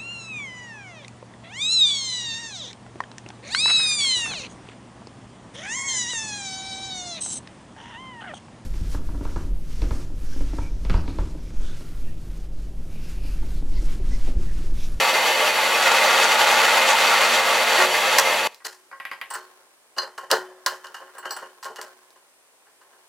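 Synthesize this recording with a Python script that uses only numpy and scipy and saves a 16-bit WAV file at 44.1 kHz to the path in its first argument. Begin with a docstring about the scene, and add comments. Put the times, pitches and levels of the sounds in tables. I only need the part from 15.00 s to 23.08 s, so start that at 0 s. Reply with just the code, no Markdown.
"""A drill press bores square steel tubing in a small workshop: hum and belt rattle ring its castings while the
fed bit scrapes, chatters and squeaks, then breaks through the wall. The quill springs back with a clack and the
machine sound breaks off. A wood block is then knocked down into the vise, and tubing and clamps knock, snap and
clink on the plywood table. Noise through resonances makes the cuts and cracks; decaying sines make the rings."""
import sys
import numpy as np
from scipy import signal
from scipy.fft import rfft, irfft, next_fast_len
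from scipy.io import wavfile

SR = 44100
rng = np.random.default_rng(int(sys.argv[2]) if len(sys.argv) > 2 else 0)


def store_pcm(level_fs):
    """Save levels as 16-bit WAV."""
    pcm = np.round(np.clip(level_fs, -1, 1) * 32767).astype(np.int16)
    wavfile.write(sys.argv[1], SR, np.atleast_2d(pcm).T)


N = 356328
T = np.arange(N) / SR

QUILL_S = 3.184  # the quill reaches its stop

# modes of the stock in the vise and the steel around it: f/Hz, level/dB, t60/s
STEEL = [(444, -11.5, 0.2), (541, -5, 0.16), (618, -11, 0.23), (824, -4.5, 0.23), (937, -2, 0.23),
         (1034, 4, 0.12), (1079, 6, 0.21), (1310, -3.5, 0.17), (1422, 0, 0.28), (1540, -2, 0.26),
         (1600, 0.5, 0.23), (1726, 0.5, 0.13)]
# crowd of short modes in steel: f/Hz, density/dB per Hz
STEEL_CRACK = [(30, -42.5), (100, -37.5), (170, -22.5), (280, -15), (500, -7), (1100, 8.5), (1900, 5.5),
               (2150, -8.5), (3600, -14.5), (4700, -8), (6500, -11), (9000, -15), (12000, -21),
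               (13200, -19.5), (15000, -20), (16000, -39)]
# modes of the plywood table: f/Hz, level/dB, t60/s
TABLE = [(369.7, 3, 0.7), (435, 0.5, 0.22), (3480, -29.5, .9)]
# modes of the stand: f/Hz, level/dB, t60/s
STAND = [(66, -2.5, 0.07), (100, -8, 0.1)]


def undb(db):
    """Decibels to gain."""
    return 10 ** (np.asarray(db) / 20)


def unit(x):
    """Scale to rms 1."""
    return x / np.sqrt(np.mean(x ** 2))


def curve(rows):
    """Gain over time from (t/s, level/dB) rows."""
    return undb(np.interp(T, *np.transpose(rows)))


def fade(t, t60):
    """Exponential decay that falls 60 dB in t60 seconds."""
    return np.exp(-np.log(1000) * t / t60)


def walk(rate):
    """Smooth random wander, spread near 1, with a new target `rate` times a second."""
    knots = rng.standard_normal(4096)
    return np.interp(T * rate, np.arange(len(knots)), knots)


def grains(per_s, spread_db):
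    """Random tiny impacts of uneven size, as mid and side."""
    hits = rng.random(N) < per_s / SR
    sizes = undb(spread_db * rng.standard_normal(N))
    return unit(hits * sizes * rng.standard_normal((2, N)))


def colour(x, points, peaks=()):
    """Minimum-phase filter from a broad (f/Hz, dB) spectrum plus (f/Hz, width/Hz, dB) resonances."""
    size = 2 * next_fast_len(x.shape[-1] // 2 + 2048)
    f = np.arange(size // 2 + 1) * SR / size
    hz, db = np.transpose(points)
    power = undb(np.interp(np.log(f + 1), np.log(hz), db)) ** 2
    for centre, width, peak_db in peaks:
        power += undb(peak_db) ** 2 / (1 + ((f - centre) / width) ** 2) ** 2
    # folding the cepstrum keeps all the ringing after the blow
    cepstrum = irfft(np.log(power))[:size // 2]
    cepstrum[0] /= 2
    return irfft(rfft(x, size) * np.exp(rfft(cepstrum, size)))[..., :x.shape[-1]]


def resonances(modes, lift_db):
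    """The modes of a body as the resonances that a rub or a rattle passes through."""
    return [(hz, 16, db + lift_db) for hz, db, _ in modes]  # each 16 Hz wide


def sing(x, hz, q):
    """A narrow resonance whose centre moves: shift it down to 0 Hz, smooth, shift it back."""
    turn = np.exp(2j * np.pi * np.cumsum(hz) / SR)
    pole = np.exp(-np.pi * hz.mean() / q / SR)
    return unit((signal.lfilter([1], [1, -pole], x / turn) * turn).real)


def add(out, s, sound):
    """Mix a sound in at its time."""
    start = int(s * SR)
    out[:, start:start + sound.shape[1]] += sound[:, :N - start]


def widen(x, side_db):
    """Change the side of a mid and side pair."""
    return x * undb([[0], [side_db]])


def chime(modes, rise_s, scatter, size):
    """A part rings in its own modes after a strike; close reflections roughen the ring."""
    t = np.arange(size) / SR
    out = np.zeros((2, size))
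    for hz, db, t60 in modes:
        echoes = signal.resample(rng.standard_normal((2, 2, size // 300)), size, axis=-1)
        shimmer = 1 + scatter * (echoes[0] + 1j * echoes[1])
        start_phase = np.exp(2j * np.pi * rng.random((2, 1)))
        tone = (shimmer * np.exp(2j * np.pi * hz * t) * start_phase).imag
        out += undb(db) * fade(t, t60) * tone
    return out * (1 - np.exp(-t / rise_s))


def struck(s, db, contact_s, weight, bright):
    """A clean knock: longer contact is heavier and duller, by (dB at 1 ms, dB per doubling)."""
    doublings = np.log2(abs(contact_s) * 1000 + 1e-3)
    weight_db = weight[0] + weight[1] * doublings
    bright_db = bright[0] + bright[1] * doublings
    return s, db, weight_db, bright_db, contact_s, 0


def blows(rows, modes, spectrum, tick_db, crack_t60, room_db, room_t60, tail_db, ring_db, trim_db, lift_db=10):
    """Each blow is a contact tick, a crack that rattles through the modes while the part slides, a ring and a room tail.

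    Rows: t/s, level/dB, weight/dB (lows re level), brightness/dB (highs re level), contact/s, slide/s.
    """
    judder_per_s, judder_db = 270, 3.5  # loose parts rattle as the blow dies away
    t = np.arange(SR * 2 // 5) / SR
    early = SR // 50  # levels are set over the first 20 ms
    hz, db, t60 = np.transpose(modes)
    bank = undb(db)[:, None] * fade(t, t60[:, None]) * np.exp(2j * np.pi * hz[:, None] * t)
    edges = ((700, "low"), ((700, 2500), "band"), (2500, "high"))
    bands = [signal.butter(3, edge, kind, fs=SR, output="sos") for edge, kind in edges]
    out = np.zeros((2, N))
    for s, body_db, weight_db, bright_db, contact_s, length_s in rows:
        press = 1 - np.exp(-t / (abs(contact_s) + 1 / SR))
        free = np.maximum(t - length_s, 0)
        envelope = fade(free, crack_t60) + undb(room_db) * fade(free, room_t60) + undb(tail_db) * fade(free, 0.9)
        # every point of contact shares the force out differently among the modes
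        share_phase = np.exp(2j * np.pi * rng.random((2, len(hz))))
        share = undb(2 * rng.standard_normal((2, len(hz)))) * share_phase
        ring = (share @ bank).imag * press
        wobble = np.interp(t * judder_per_s, np.arange(len(t)), rng.standard_normal(len(t)))
        force = rng.standard_normal((2, len(t))) * envelope * undb(judder_db * wobble) * press
        force[0, 0] += undb(tick_db) * press[SR // 4000]  # only a brief contact gives a sharp tick
        crack = colour(force, spectrum, resonances(modes, lift_db))
        sound = crack / crack[:, :early].std() + undb(ring_db) * ring / ring[:, :early].std()
        for sos, band_db in zip(bands, (weight_db, 0, bright_db)):
            part = signal.sosfilt(sos, sound)
            add(out, s, part / part[0, :early].std() * undb(body_db + band_db + trim_db))
    return out


def clicks(rows, spectrum, buzz_db, buzz_t60, room_db):
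    """A hard contact: one sharp pulse, a few milliseconds of buzzing rebounds, and the room."""
    t = np.arange(SR // 4) / SR
    force = np.zeros((2, N))
    for s, db in rows:
        envelope = undb(buzz_db) * fade(t, buzz_t60) + undb(room_db) * fade(t, 0.22)
        hit = rng.standard_normal((2, len(t))) * envelope
        hit[0, 0] = 1
        add(force, s, undb(db) * hit)
    return colour(force, spectrum)


def drill(chatter_db=2.5, scrape_db=-0.5, rasp_db=1.36, drift=.025, flicker_hz=450):
    """Rattle pulsing with the motor's torque, hum whose upper tones flicker, and chips tearing off under the bit."""
    # pressure on the bit: t/s, cutting level/dB
    feed_points = [(0, -25.5), (.3, -34.5), (.79, -25.5), (.86, -20), (2.15, -21), (2.55, -25),
                   (2.85, -22.5), (2.92, -40), (3.12, -23.5), (3.26, -34.5)]
    # motor and pulley tones: f/Hz, level before flicker/dB rms
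    hum_tones = [(150.4, -57.5), (203, -58), (240, -56), (366, -47), (480, -41.5), (533, -37.5), (720, -40),
                 (868, -39.5), (959, -35.5)]
    # resonances of head, belt cover and column: f/Hz, width/Hz, level/dB
    castings = [(456, 18, -1.5), (537, 19, 3.5), (606.7, 17, 4.5), (688, 21, 1), (802, 16, 5.5),
                (872.6, 20, 4.5), (923, 13, 3.5), (1052, 23, 0.5), (1154, 26, 4.5), (1293, 14, 2.5),
                (1437, 41, -5.5), (1645, 36, -1), (1798, 28, 1), (1908, 26, -1.5), (2072, 44, 3.5),
                (2175, 14, 1), (2458, 14, 5), (2565, 11, 5.5), (2690, 110, -5), (2995, 27, -1),
                (3310, 26, -1.5), (3600, 70, -9.5), (4520, 50, -3.5), (5490, 29, -10.5), (5800, 50, -11.5),
                (6010, 26, -8), (6200, 30, -11), (7160, 160, -13.5)]
    # resonances of bit and stock that chatter in the cut: f/Hz, level re feed/dB
    chatter_modes = [(850, -17), (905, -11.5), (1290, -17), (1400, -12), (1900, -14), (3540, -24.5)]
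    # broad spectra of rattle and of scrape: f/Hz, density/dB per Hz
    rattle_spectrum = [(25, -47.5), (100, -45.5), (170, -26.5), (300, -15.5), (500, -14.5), (1000, -12),
                       (2400, -8), (4400, -11), (5200, -17.5), (7400, -19), (8600, -21.5), (11700, -20.5),
                       (13000, -25), (16000, -31.5)]
    scrape_spectrum = [(150, -36.5), (400, -9), (600, -5.5), (1000, 1.5), (1400, 3.5), (1900, -0.5),
                       (3000, -1.5), (4600, -5), (5200, -11), (7200, -11), (8500, -16), (16000, -30.5)]
    run_db, ease_db_per_s = -20, 7.5  # rattle level, and how fast it quietens once the quill is home
    stop_s = 3.475

    feed = curve(feed_points)
    running = undb(run_db - ease_db_per_s * np.maximum(T - QUILL_S, 0))
    motor = np.sin(2 * np.pi * hum_tones[2][0] * T)
    shake = rng.standard_normal((2, N)) * (1 + 0.19 * motor) * undb(1.6 * walk(40))
    rattle = unit(colour(shake, rattle_spectrum, castings)) * running
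    hum = np.zeros(N)
    for hz, db in hum_tones:
        flicker = undb(db + hz / flicker_hz * walk(6.7))  # deeper for higher tones
        hum += flicker * np.sqrt(2) * np.sin(2 * np.pi * hz * T + 0.54 * walk(3.7))
    # the motor growls more loudly under load
    growl = feed * undb(-28) * motor
    # the edge bites unevenly; each resonance of bit and stock flares up and shifts on its own
    tearing = grains(per_s=6000, spread_db=1.0) * undb(rasp_db * walk(90))
    scrape = unit(colour(tearing, scrape_spectrum, castings)) * undb(scrape_db)
    chatter = np.zeros((2, N))
    for hz, db in chatter_modes:
        flaring = tearing * undb(chatter_db * walk(22))
        chatter += sing(flaring, hz * (1 + drift * walk(10)), q=67) * undb(db)
    machine = rattle + (scrape + chatter) * feed + np.outer([1, 0], hum + growl)
    on = np.clip((stop_s - T) * SR / 64, 0, 1)
    # a faint, short tail is left where the sound breaks off
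    tail = undb(-18.5) * fade(np.maximum(T - stop_s, 0), 0.34)
    return machine * np.maximum(on, tail)


def swarf():
    """The bit squeaks where it sticks, and curls of swarf scratch round the hole."""
    # scratches, as swells centred on t: t/s, length/s, level/dB
    scratches = [(0.838, 0.036, -30), (1.242, 0.017, -25), (1.552, .05, -33), (1.896, 0.053, -26.5)]
    # spectrum of a scratch: f/Hz, density/dB per Hz
    scratch_colour = [(1500, -32), (4000, -5), (6500, 9), (15000, -21)]
    # squeaks: t/s, f/Hz, level/dB
    squeaks = [(1.46, 1950, -15.5), (1.621, 1390, -16), (1.675, 1434, -14), (1.925, 899, -13),
               (2.115, 1357, -12.5), (2.78, 1870, -12)]
    swells = sum(undb(db) * np.exp(-(2 * (T - s) / length) ** 2) for s, length, db in scratches)
    out = unit(colour(grains(per_s=3000, spread_db=-2), scratch_colour)) * swells
    for s, hz, db in squeaks:
        add(out, s, chime([(hz, db, 0.17)], rise_s=0.0092, scatter=0.35, size=SR // 3))
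    return out


def breakthrough(weight_db=0, bright_db=-14, contact_s=0.011):
    """The bit grabs as it breaks through the tube wall and sets the table humming."""
    break_s, grab_s = 2.781, 0.037  # time and length of the grab
    grab_db, hum_db = -22.5, -29
    row = (break_s, grab_db, weight_db, bright_db, contact_s, grab_s)
    out = blows([row], STEEL, STEEL_CRACK, tick_db=-2, crack_t60=0.083, room_db=-18.5, room_t60=0.18,
                tail_db=-33.5, ring_db=1.5, trim_db=0.5)
    add(out, break_s, undb(hum_db) * chime(TABLE, rise_s=0.0052, scatter=0, size=SR))
    return out


def quill(level_db=-11.5, contact_s=.0003, weight_db=-8, bright_db=-1, thud_db=-25):
    """The quill clacks against its stop and thuds down the stand."""
    row = (QUILL_S, level_db, weight_db, bright_db, contact_s, 0)
    out = blows([row], STEEL, STEEL_CRACK, tick_db=4.0, crack_t60=0.1, room_db=-14, room_t60=0.18,
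                tail_db=-31.0, ring_db=-8.5, trim_db=-1.5)
    thud = chime(STAND, rise_s=.004, scatter=0.55, size=SR // 3)
    add(out, QUILL_S, undb(level_db + thud_db) * thud)
    return out


def block():
    """The wood block is pushed and tapped down between the jaws: dull body modes under a hard click."""
    # pushes and taps: t/s, level/dB, contact/s, click level/dB
    taps = [(3.603, -49, 0.0027, -25), (3.913, -38, 0.0034, -30), (3.924, -38, 0.0043, -37),
            (4.0001, -33, 0.0011, -4), (4.0522, -33, 0.00018, 2), (4.1144, -28.5, 0.00061, -1.5),
            (4.132, -38, .0005, -11), (4.2141, -31.5, 0.00029, 2.5)]
    # modes of the block: f/Hz, level/dB, t60/s
    wood = [(548, -1, 0.24), (784, -3, 0.22), (1081, 11.5, 0.26), (1595, 7, 0.22), (1930, 8, 0.17),
            (2860, -12, .08), (3140, -12.5, 0.07)]
    # spectra of the crowd of short wood modes and of a hard contact on wood: f/Hz, density/dB per Hz
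    wood_crack = [(30, -37), (100, -24), (170, -10), (600, -3), (1100, 15), (1500, 12.5), (2200, 2),
                  (3000, -30), (3800, -23), (4900, -12), (5600, -27), (11500, -29), (16000, -59)]
    wood_click = [(200, -26.5), (1300, -6), (2100, 2), (2900, -5), (4800, -24), (7000, -40), (11500, -19.5),
                  (15000, -34)]
    weight, bright = (-14.5, 1.2), (-5.5, -2.4)  # dB re level at 1 ms of contact, dB per doubling
    rows = [struck(s, db, contact_s, weight, bright) for s, db, contact_s, _ in taps]
    body = blows(rows, wood, wood_crack, tick_db=21.5, crack_t60=0.017, room_db=-15.0, room_t60=0.22,
                 tail_db=-36, ring_db=-4.0, trim_db=-2.5)
    click_rows = [(s, click_db) for s, *_, click_db in taps]
    return body + clicks(click_rows, wood_click, buzz_db=-26, buzz_t60=.01, room_db=-25.5)


def tubing(drag_contact_s=0.013):
    """Knocks and drags ring the part they touch, the tube wall, the table and the stand; each knock then settles."""
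    # the tubing knocks a steel part: t/s, level/dB, contact/s, part, ring re level/dB
    knock_rows = [(4.357, -49.5, 0.0042, "jaw", -16), (4.982, -24.5, 0.0011, "jaw", 0.5),
                  (5.019, -33, 0.0014, "jaw", -4), (5.178, -30, 0.0014, "lever", -16),
                  (5.231, -42.5, 0.0031, "lever", -24), (5.316, -17.5, 0.0029, "jaw", -10),
                  (5.662, -19, 0.00097, "jaw", -14), (5.843, -37, 0.0012, "wall", -19),
                  (5.944, -34.5, 0.00084, "wall", -17), (6.182, -39.5, 0.0016, "lever", 2.5),
                  (6.254, -29, 0.0019, "wall", -18), (6.307, -30.5, 0.0016, "clamp", -4),
                  (6.364, -33, 0.0012, "lever", -3), (6.422, -37, 0.0026, "wall", -24),
                  (6.628, -37, 0.00067, "clamp", -12), (6.699, -46.5, 0.0046, "wall", -29),
                  (6.76, -40, 0.0003, "wall", -14), (6.784, -34.5, 0.0022, "wall", -33),
                  (6.8144, -38.5, 0.00019, "lever", 1), (7.158, -53, 0.002, "jaw", -26.5),
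                  (7.665, -57, 0.0018, "jaw", -30), (7.813, -52, 0.0014, "jaw", -30),
                  (7.927, -55, 0.0024, "jaw", -27)]
    # steel dragged a short way: t/s, length/s, level/dB, weight/dB, brightness/dB, part, ring re level/dB
    drag_rows = [(3.645, 0.011, -32, -11.5, -0.5, "jaw", -5),
                 (4.301, 0.0073, -31.5, -17, -9, "lever", -0.5),
                 (4.331, 0.023, -32, -14, -10.5, "lever", 3.5), (4.964, 0.0022, -34, -4, -11, "jaw", -22),
                 (5.3, .012, -22.5, -8, -10, "jaw", -22), (6.01, 0.015, -43.5, -2, -24, "wall", -31),
                 (6.064, .02, -48, -14, -21, "wall", -30), (6.141, 0.041, -47.5, -9, -29, "clamp", -26),
                 (6.225, 0.015, -39.5, -18, -27, "wall", -30), (6.645, 0.017, -32, -8, -12.5, "lever", -9)]
    # modes of vise jaw, clamp frame, release lever and tube wall: f/Hz, level/dB, t60/s
    jaw_modes = [(4120, -10.5, 0.22), (4210, -4.5, 0.18), (4820, -2.5, 0.14), (4600, -7, 0.05),
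                 (5720, -15, 0.12), (6200, -15.5, 0.11), (2960, -7.5, .09)]
    clamp_modes = [(4260, -2.5, 0.2), (4800, -1, 0.18), (5660, -3.5, 0.16), (5950, -3, 0.065),
                   (7343, -7, 0.11), (7913, 0, 0.18), (9300, -12, 0.16), (12500, -8, 0.12),
                   (15200, -3, 0.098)]
    lever_modes = [(4300, -20.5, 0.35), (7580, -11, 0.11), (8070, -7.5, 0.13), (9120, -8.5, 0.074),
                   (9900, -11, 0.11), (15400, -12.5, 0.1)]
    wall_modes = [(2890, 7, 0.19), (3070, -2.5, 0.42), (4370, -7, 0.24)]
    # each part with how unevenly it rings (0-1)
    parts = {"jaw": (jaw_modes, 1), "clamp": (clamp_modes, 0.74), "lever": (lever_modes, 0.51), "wall": (wall_modes, 0.95)}
    weight, bright = (-17, 10.4), (-9.5, -4.5)  # dB re level at 1 ms of contact, dB per doubling
    # after a knock the tubing rocks back and settles softly
    settle_s, settle_spread_s, settle_contact_s = .05, 0.0045, 0.0029
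    settle_db, settle_max_db = -12, -37  # re the knock, and the ceiling
    wall_db, table_db, stand_db = -24, -11, -26  # wall re level; table and stand re level + weight
    wall_max_db = -39  # ceiling on the gain of the wall's ring

    knocks = [struck(s, db, contact_s, weight, bright) for s, db, contact_s, _, _ in knock_rows]
    drags = [(s, db, heavy_db, bright_db, drag_contact_s, length)
             for s, length, db, heavy_db, bright_db, _, _ in drag_rows]
    settles = []
    for s, db, *_ in knock_rows:
        late_s = s + settle_s + settle_spread_s * rng.standard_normal()
        soft_db = min(db + settle_db, settle_max_db)
        settles.append(struck(late_s, soft_db, settle_contact_s, weight, bright))
    out = blows(knocks + drags + settles, STEEL, STEEL_CRACK, tick_db=33.5, crack_t60=0.042, room_db=0,
                room_t60=0.21, tail_db=-22.0, ring_db=-2.5, trim_db=-1.0)
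    # one ring each of table, stand and wall, shared by every knock and drag
    table = chime(TABLE, rise_s=0.0052, scatter=0, size=SR)
    stand = chime(STAND, rise_s=0.0045, scatter=0.85, size=SR // 3)
    wall = chime(wall_modes, rise_s=0.00049, scatter=parts["wall"][1], size=SR // 3)
    for (s, db, weight_db, _, _, length), (*_, part, ring_db) in zip(knocks + drags, knock_rows + drag_rows):
        catch = s + length / 4  # a dragged part catches early in its slide
        modes, scatter = parts[part]
        add(out, catch, undb(db + ring_db) * chime(modes, rise_s=0.00072, scatter=scatter, size=SR // 5))
        add(out, catch, undb(min(db + wall_db, wall_max_db)) * wall)
        add(out, s + length, undb(db + weight_db + table_db) * table)
        add(out, s, undb(db + weight_db + stand_db) * stand)
    return out


def snaps():
    """Steel meets steel squarely: the quill stop, the clamps locking, their levers ticking."""
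    # snaps: t/s, pulse level/dB
    snap_rows = [(3.1855, 3.5), (3.545, -20), (5.3138, 9), (5.6625, 4.5), (5.869, -23), (6.294, -27),
                 (6.645, -14.5), (7.105, -32)]
    # spectrum of a hard contact on steel: f/Hz, density/dB per Hz
    snap_colour = [(200, -36), (3400, -4.5), (4400, 2), (6000, -4), (8500, -11), (15500, -15.5)]
    return clicks(snap_rows, snap_colour, buzz_db=-11.0, buzz_t60=0.013, room_db=-26.0)


def background():
    """Still workshop air as coloured noise, and sleeve and hands sliding about as grains through the steel modes."""
    # spectrum of the air: f/Hz, density/dB per Hz
    shop = [(25, -27), (149, -22), (427, -4), (863, -4.5), (1330, -8), (3520, -16), (7110, -16),
            (7710, -14.5), (9320, -10.5), (10700, -19.5), (14400, -20), (16000, -29.5)]
    # slides of sleeve and hands: t/s, length/s, level/dB
    slides = [(4.294, 0.19, -54.5), (5.8, 0.66, -54.5), (6.882, .05, -56.5), (8.0, .08, -63)]
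    rise_db_per_s, fall_db_per_s = 32, 43.5  # each move swells and dies away alike
    air = unit(colour(rng.standard_normal((2, N)), shop)) * undb(-61.5)
    slips = grains(per_s=1100, spread_db=3)
    rub_spectrum = [(100, -39.5), (380, 0.5), (1000, 1), (2200, -10.5), (16000, -20.5)]
    rub = colour(slips, rub_spectrum, resonances(STEEL, lift_db=5.5))
    moves = []
    for s, length, db in slides:
        before = np.maximum(s - T, 0)
        after = np.maximum(T - s - length, 0)
        moves.append(db - rise_db_per_s * before - fall_db_per_s * after)
    return air + unit(rub) * undb(np.max(moves, axis=0) + 2 * walk(39))


def scene():
    """All sources as mid and side, each with its own width, turned into left and right."""
    # side against mid, narrowest near 1 kHz: f/Hz, level/dB
    width = [(30, -2), (70, -8.5), (140, -2.5), (500, -21.5), (1100, -25), (2000, -8.5), (4000, -9),
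             (8000, -9.5), (14000, -8)]
    machine = widen(drill() + swarf() + breakthrough() + quill(), side_db=-1.5)
    wood_block = widen(block(), side_db=2)
    steel = widen(tubing() + snaps(), side_db=0)
    mid, side = machine + wood_block + steel + widen(background(), side_db=11.5)
    side = colour(side, width)
    return np.array([mid + side, mid - side])


def record(dry):
    """Peaks are clipped at full scale, then a steep low-pass cuts the top above 16 kHz."""
    low_pass = signal.ellip(8, .2, 70, 16000, fs=SR, output="sos")
    return signal.sosfilt(low_pass, np.clip(dry, -1, 1))


dry = scene()
out = record(dry)
store_pcm(out)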